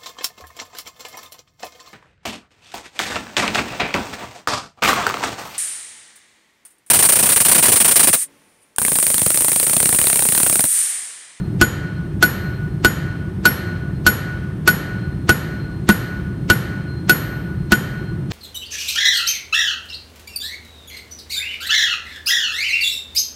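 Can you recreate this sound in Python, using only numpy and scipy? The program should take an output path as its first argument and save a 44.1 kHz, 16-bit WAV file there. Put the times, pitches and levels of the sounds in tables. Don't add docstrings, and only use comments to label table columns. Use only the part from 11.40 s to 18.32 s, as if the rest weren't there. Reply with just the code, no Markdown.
import sys
import numpy as np
from scipy import signal
from scipy.fft import rfft, irfft, next_fast_len
from scipy.io import wavfile
from scipy.ndimage import minimum_filter1d

SR = 44100
rng = np.random.default_rng(int(sys.argv[2]) if len(sys.argv) > 2 else 0)


def wav_out(sig):
    wavfile.write(sys.argv[1], SR, np.round(np.clip(np.atleast_2d(sig).T, -1, 1) * 32767).astype(np.int16))


def invert_db(x):
    u = np.asarray(x, float) / 20
    return 10 ** u


N = 305172
EARLIER_BLOW_S = 0.45


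def at_hz(points, hz, column=1):
    points = np.array(points)
    return np.interp(np.log(hz), np.log(points[:, 0]), points[:, column])


def in_time(rows):
    return np.interp(np.arange(N) / SR, *np.transpose(rows))


def swell(t, half_s):
    return np.exp(-.5 * (t / half_s) ** 2)


def follows(offset_db, share, db):
    return offset_db + share * db


def coloured(x, gain):
    size = next_fast_len(len(x))
    hz = np.maximum(np.fft.rfftfreq(size, 1 / SR), 10)
    return irfft(rfft(x, size) * gain(hz), size)[:len(x)]


def noise(spectrum):
    x = coloured(rng.standard_normal(N), lambda hz: invert_db(at_hz(spectrum, hz)))
    return x / np.std(x)


def filtered(x, design):
    return signal.sosfilt(design, x)


# t/s, thud level/dB, face ring level/dB, hammer head ring level/dB, high ring level/dB
BLOWS = [(0.213, -8, -27, -18.5, -44), (0.826, -19, -33, -12, -30), (1.447, -15, -30, -17.5, -40),
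         (2.054, -24, -42, -10.5, -37), (2.665, -19, -30.5, -11, -38), (3.276, -19.5, -32.5, -12, -37),
         (3.892, -12.5, -35, -17.5, -36), (4.49, -8, -37, -16.5, -34), (5.1, -15.5, -39, -17, -38),
         (5.695, -17, -33, -11, -26), (6.32, -11.5, -34, -20.5, -35)]
BLOW_S = np.array(BLOWS)[:, 0]


def strikes(levels_db):
    clicks = np.full(N, 1e-18)
    clicks[[round((s + .0003) * SR) for s in BLOW_S]] = invert_db(levels_db)
    return clicks


def returned(blow_db, response):
    lead = round(EARLIER_BLOW_S * SR)
    clicks = np.concatenate([[invert_db(blow_db[0])], np.zeros(lead - 1), strikes(blow_db)])
    return signal.fftconvolve(clicks, response)[lead:lead + N]


def fading(clicks, t60):
    return signal.lfilter([1], [1, -invert_db(-60 / (t60 * SR))], clicks)


def ring(clicks, hz, t60):
    r, w = invert_db(-60 / (t60 * SR)), 2 * np.pi * hz / SR
    return signal.lfilter([0, np.sin(w)], [1, -2 * r * np.cos(w), r * r], clicks)


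def struck(modes, levels_db, spread_db=0):
    luck = spread_db * rng.standard_normal((len(BLOWS), len(modes)))
    total = 0
    for k, (hz, db, t60) in enumerate(modes):
        total = total + ring(strikes(levels_db + db + luck[:, k]), hz, t60)
    return total


# f/Hz, level/dB (per Hz)
FORGE = [(15, -52), (25, -30), (48, -10.5), (146, -4), (200, -8.5), (223, -18.5), (353, -15.5),
         (427, -27.5), (474, -33), (802, -38.5), (2710, -52), (3800, -54), (4940, -103), (8360, -120)]
# f/Hz, level/dB (per Hz)
HISS = [(2650, -45), (4500, -4), (5000, -3), (6400, -7), (7790, -9), (8420, -0.5), (10300, -8), (12200, -9),
        (13600, -7), (14400, -3)]
# t/s, level/dB
ROAR = [
    (0.0, 1),
    (6.92, 0.5),
]


def forge():
    return invert_db(in_time(ROAR)) * (invert_db(-23) * noise(FORGE) + invert_db(-56) * noise(HISS))


# f/Hz, return level/dB, T60/s
SHOP = [(204, 6, 0.38), (455, -10.5, 1.32), (973, -19.5, 1.39), (1627, -7.5, 1.2), (2210, -23, 1.27),
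        (3660, -23, 1.016), (6860, -32, 0.73), (9600, -24, 0.6), (12100, -18.5, 0.073), (15000, -49, 0.2)]


def workshop():
    t = np.arange(int(1.2 * SR)) / SR
    white = rng.standard_normal((2, len(t)))
    edges = 140 * 2 ** np.arange(0, 7.1, .5)
    tail = 0
    for k, (low, high) in enumerate(zip(edges, edges[1:])):
        band = filtered(white[k % 2], signal.butter(2, [low, high], "band", fs=SR, output="sos"))
        hz = np.sqrt(low * high)
        tail = tail + band * invert_db(at_hz(SHOP, hz) - 60 * t / at_hz(SHOP, hz, column=2))
    return tail * (1 - np.exp(-t / 0.00095))


# f/Hz, level/dB, T60/s
BLOOM = [(1845, -43, .08), (2060, -48, .08), (3152, -44, .12), (4360, -50, .06)]


def room(blow_db, rings):
    shop = workshop()
    bloom = sum(invert_db(db) * ring(shop, hz, t60) for hz, db, t60 in BLOOM)
    return returned(blow_db, shop + bloom) + invert_db(-40) * signal.fftconvolve(rings, shop)[:N]


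def slap(blow_db):
    burst = rng.standard_normal(N) * fading(strikes(blow_db - 6), .015)
    dull = filtered(burst, signal.butter(2, (1100, 1900), "band", fs=SR, output="sos"))
    return np.roll(dull, round(.062 * SR))


# level/dB, t/s (swell after the blow)
HORN = [(-54.5, 0.42), (-56, 0.3), (-51.5, 0.22), (-58, 0.26), (-50, 0.18), (-59.5, 0.21), (-50, .36),
        (-50, 0.35), (-52.5, 0.18), (-48.5, 0.43), (-47.5, 0.051), (-52, 0.35)]


def horn():
    horn_hz, flutter_hz, flutter = 4187, 9, .55
    t = np.arange(N) / SR
    starts = np.concatenate([[-EARLIER_BLOW_S], BLOW_S])
    last = np.searchsorted(starts, t, side="right") - 1
    level_db, peak_s = np.transpose(HORN)[:, last]
    since = t - starts[last]
    between = invert_db(-7 - 60 * since / 12)
    envelope = invert_db(level_db) * (swell(since - peak_s, 0.07) + between)
    neighbour = ring(rng.standard_normal(N), horn_hz + flutter_hz, 0.38)
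    return envelope * (np.sin(2 * np.pi * horn_hz * t) + flutter * neighbour / np.std(neighbour))


# f/Hz, level/dB, T60/s
STAND = [(79.5, -2, 0.038), (113, 7.5, 0.038), (200, 1, 0.065)]
# f/Hz, level/dB, T60/s
KNOCK = [(342, 0, .07)]


def thud(thud_db):
    stand = struck(STAND, thud_db + 3.5, spread_db=6.5)
    return np.roll(stand, round(0.00254 * SR)) + struck(KNOCK, follows(4.5, 0.59, thud_db))


ANVIL_HZ = [1838, 1858, 3527, 4900, 6485, 12300, 13640, 14720, 15300]
# level/dB, T60/s
ANVIL = [(-38, .7), (-12, .07), (-28, .06), (-29, .12), (-25, .08), (-28, .07), (-42, .2), (-30, .08),
         (-30, .07)]
# f/Hz, level/dB, T60/s
WAIST = [(3150, 2, .09), (3156, -5, .9), (3148, -11, .8)]
WAIST_DB = [-31, -47, -32, -33.5, -34, -33.5, -44, -37, -34.5, -34, -29.5]
# f/Hz, level/dB, T60/s
EDGE = [(4350, 0, .06), (4363, -29, .5), (4335, -29, .45), (4390, -30, .4)]
# f/Hz, level/dB, T60/s
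HEEL = [(5466, -3, .3)]
# f/Hz, level/dB, T60/s
FACE = [(6874, 0, .33)]
# f/Hz, level/dB, T60/s
HIGH = [(12952, 1, .75), (12950, -12, .15)]


def anvil(blow_db, thud_db, face_db, head_db, high_db):
    body = struck([(hz, *mode) for hz, mode in zip(ANVIL_HZ, ANVIL)], blow_db, spread_db=2.5)
    waist = struck(WAIST, np.array(WAIST_DB))
    edge = struck(EDGE, follows(0.23, 0.72, head_db))
    heel = struck(HEEL, follows(-45, -0.93, thud_db))
    return body + waist + edge + heel + struck(FACE, face_db + 7) + struck(HIGH, high_db - 3.5)


# f/Hz, level/dB, T60/s
HEAD = [(10995, -16, .25), (10960, -21, .3), (11398, 0, .27), (11421, -21, .35), (11370, -20, .3)]


def hammer_head(head_db):
    return struck(HEAD, head_db - 1)


# t/s (after the blow), level/dB, half length/s
ECHOES = [
    (.058, -27, .011),
    (.113, -31, .012),
    (.15, -34, .014),
    (.235, -28, .05),
    (.3, -37, .012),
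    (.375, -34, .016),
    (.42, -35, .02),
    (.52, -46, .07),
]
ECHO_HZ = [1464, 1476, 1480, 1468, 1468, 1468, 1468, 1468]


def clang(blow_db):
    t = np.arange(SR) / SR
    luck = 1.5 * rng.standard_normal((len(BLOWS), len(ECHOES)))
    echoes = 0
    for k, (s, level_db, half_s) in enumerate(ECHOES):
        echo = swell(t - s, half_s) * np.sin(2 * np.pi * ECHO_HZ[k] * t)
        echoes = echoes + returned(blow_db + level_db + luck[:, k], echo)
    choke = swell(t, .021)
    flare = invert_db(-60 * t / 0.26) * choke * np.sin(2 * np.pi * 1474 * t)
    return returned(blow_db + 3.55, flare) + echoes


# f/Hz, level/dB (per Hz)
CRACK = [(120, -51), (300, 4), (800, -5), (1500, -4.5), (3000, -7), (6000, -12.5), (10000, -18),
         (15000, -87)]


def crack(blow_db):
    return invert_db(-2.5) * noise(CRACK) * fading(strikes(blow_db), 0.056)


def tick(blow_db):
    bright = filtered(rng.standard_normal(N), signal.butter(4, 8000, "high", fs=SR, output="sos"))
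    return invert_db(-2.5) * bright * np.roll(fading(strikes(blow_db), 0.0048), -round(.0002 * SR))


def scene():
    thud_db, face_db, head_db, high_db = np.transpose(BLOWS)[1:]
    blow_db = follows(1.74, 0.19, head_db)
    rings = anvil(blow_db, thud_db, face_db, head_db, high_db) + hammer_head(head_db)
    background = forge() + room(blow_db, rings) + slap(blow_db) + horn()
    blow = thud(thud_db) + rings + clang(blow_db) + crack(blow_db) + tick(blow_db)
    return (background + blow)[None]


def clip(x, top):
    return x / (1 + np.abs(x / top) ** 6) ** (1 / 6)


def spill():
    next_blow_s = 6.920
    until = np.append(BLOW_S, next_blow_s)[:, None] - np.arange(N) / SR
    near = (until > 0) & (until < .03)
    ahead = np.where(near, np.exp(-np.abs(until) / 0.0065), 0).sum(axis=0)
    dull = signal.cheby2(8, 40, 9300, fs=SR, output="sos")
    return invert_db(-21) * filtered(noise(CRACK), dull) * ahead


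# f/Hz, level/dB
FAINT = [(9000, -99), (10200, -94.5), (13300, -94), (13800, -88), (14200, -80), (16000, -76)]


def masked(x):
    size, width = 2048, 8
    hz, s, cells = signal.stft(x, SR, nperseg=size)
    bins = (np.abs(cells[:-1]) ** 2).reshape(-1, width, cells.shape[1])
    power = bins.mean(axis=1)
    tone = bins.max(axis=1) > invert_db(2 * 7) * np.median(bins, axis=1)
    centre = hz[:-1].reshape(-1, width).mean(axis=1)[:, None]
    loudest = -minimum_filter1d(-power, size=15, axis=0)
    below = np.roll(loudest, 8, axis=0)
    weak = power < loudest * invert_db(2 * -25)
    spared = tone & ~weak & (power > 4 * np.roll(power, -2, axis=0))
    hidden = (centre > 6500) & weak
    hidden |= (centre > 11600) & (power < below * invert_db(2 * -17)) & ~spared
    hidden &= np.abs(s - BLOW_S[:, None]).min(axis=0) > .023
    faint = (centre > FAINT[0][0]) & (power < invert_db(2 * at_hz(FAINT, centre)))
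    cells[:-1] *= np.repeat(~(hidden | faint), width, axis=0)
    return signal.istft(cells, SR, nperseg=size)[1][:N]


def low_pass(x):
    return signal.sosfilt(signal.butter(12, 16650, fs=SR, output="sos"), x)


def record(dry):
    since = np.arange(N) / SR - BLOW_S[:, None] - .04
    dip = np.where(since > 0, np.exp(-np.abs(since) / 0.54), 0).max(axis=0)
    x = filtered(dry[0] * invert_db(-3 * dip), signal.butter(2, 35, "high", fs=SR, output="sos"))
    x = clip(x, .72)
    x = signal.sosfiltfilt(signal.butter(2, 36, "high", fs=SR, output="sos"), x)
    x = masked(clip(x + spill(), .82))
    x = filtered(x, signal.cheby2(12, 60, 16600, fs=SR, output="sos"))
    return low_pass(x[None])


dry = scene()
out = record(dry)
wav_out(out)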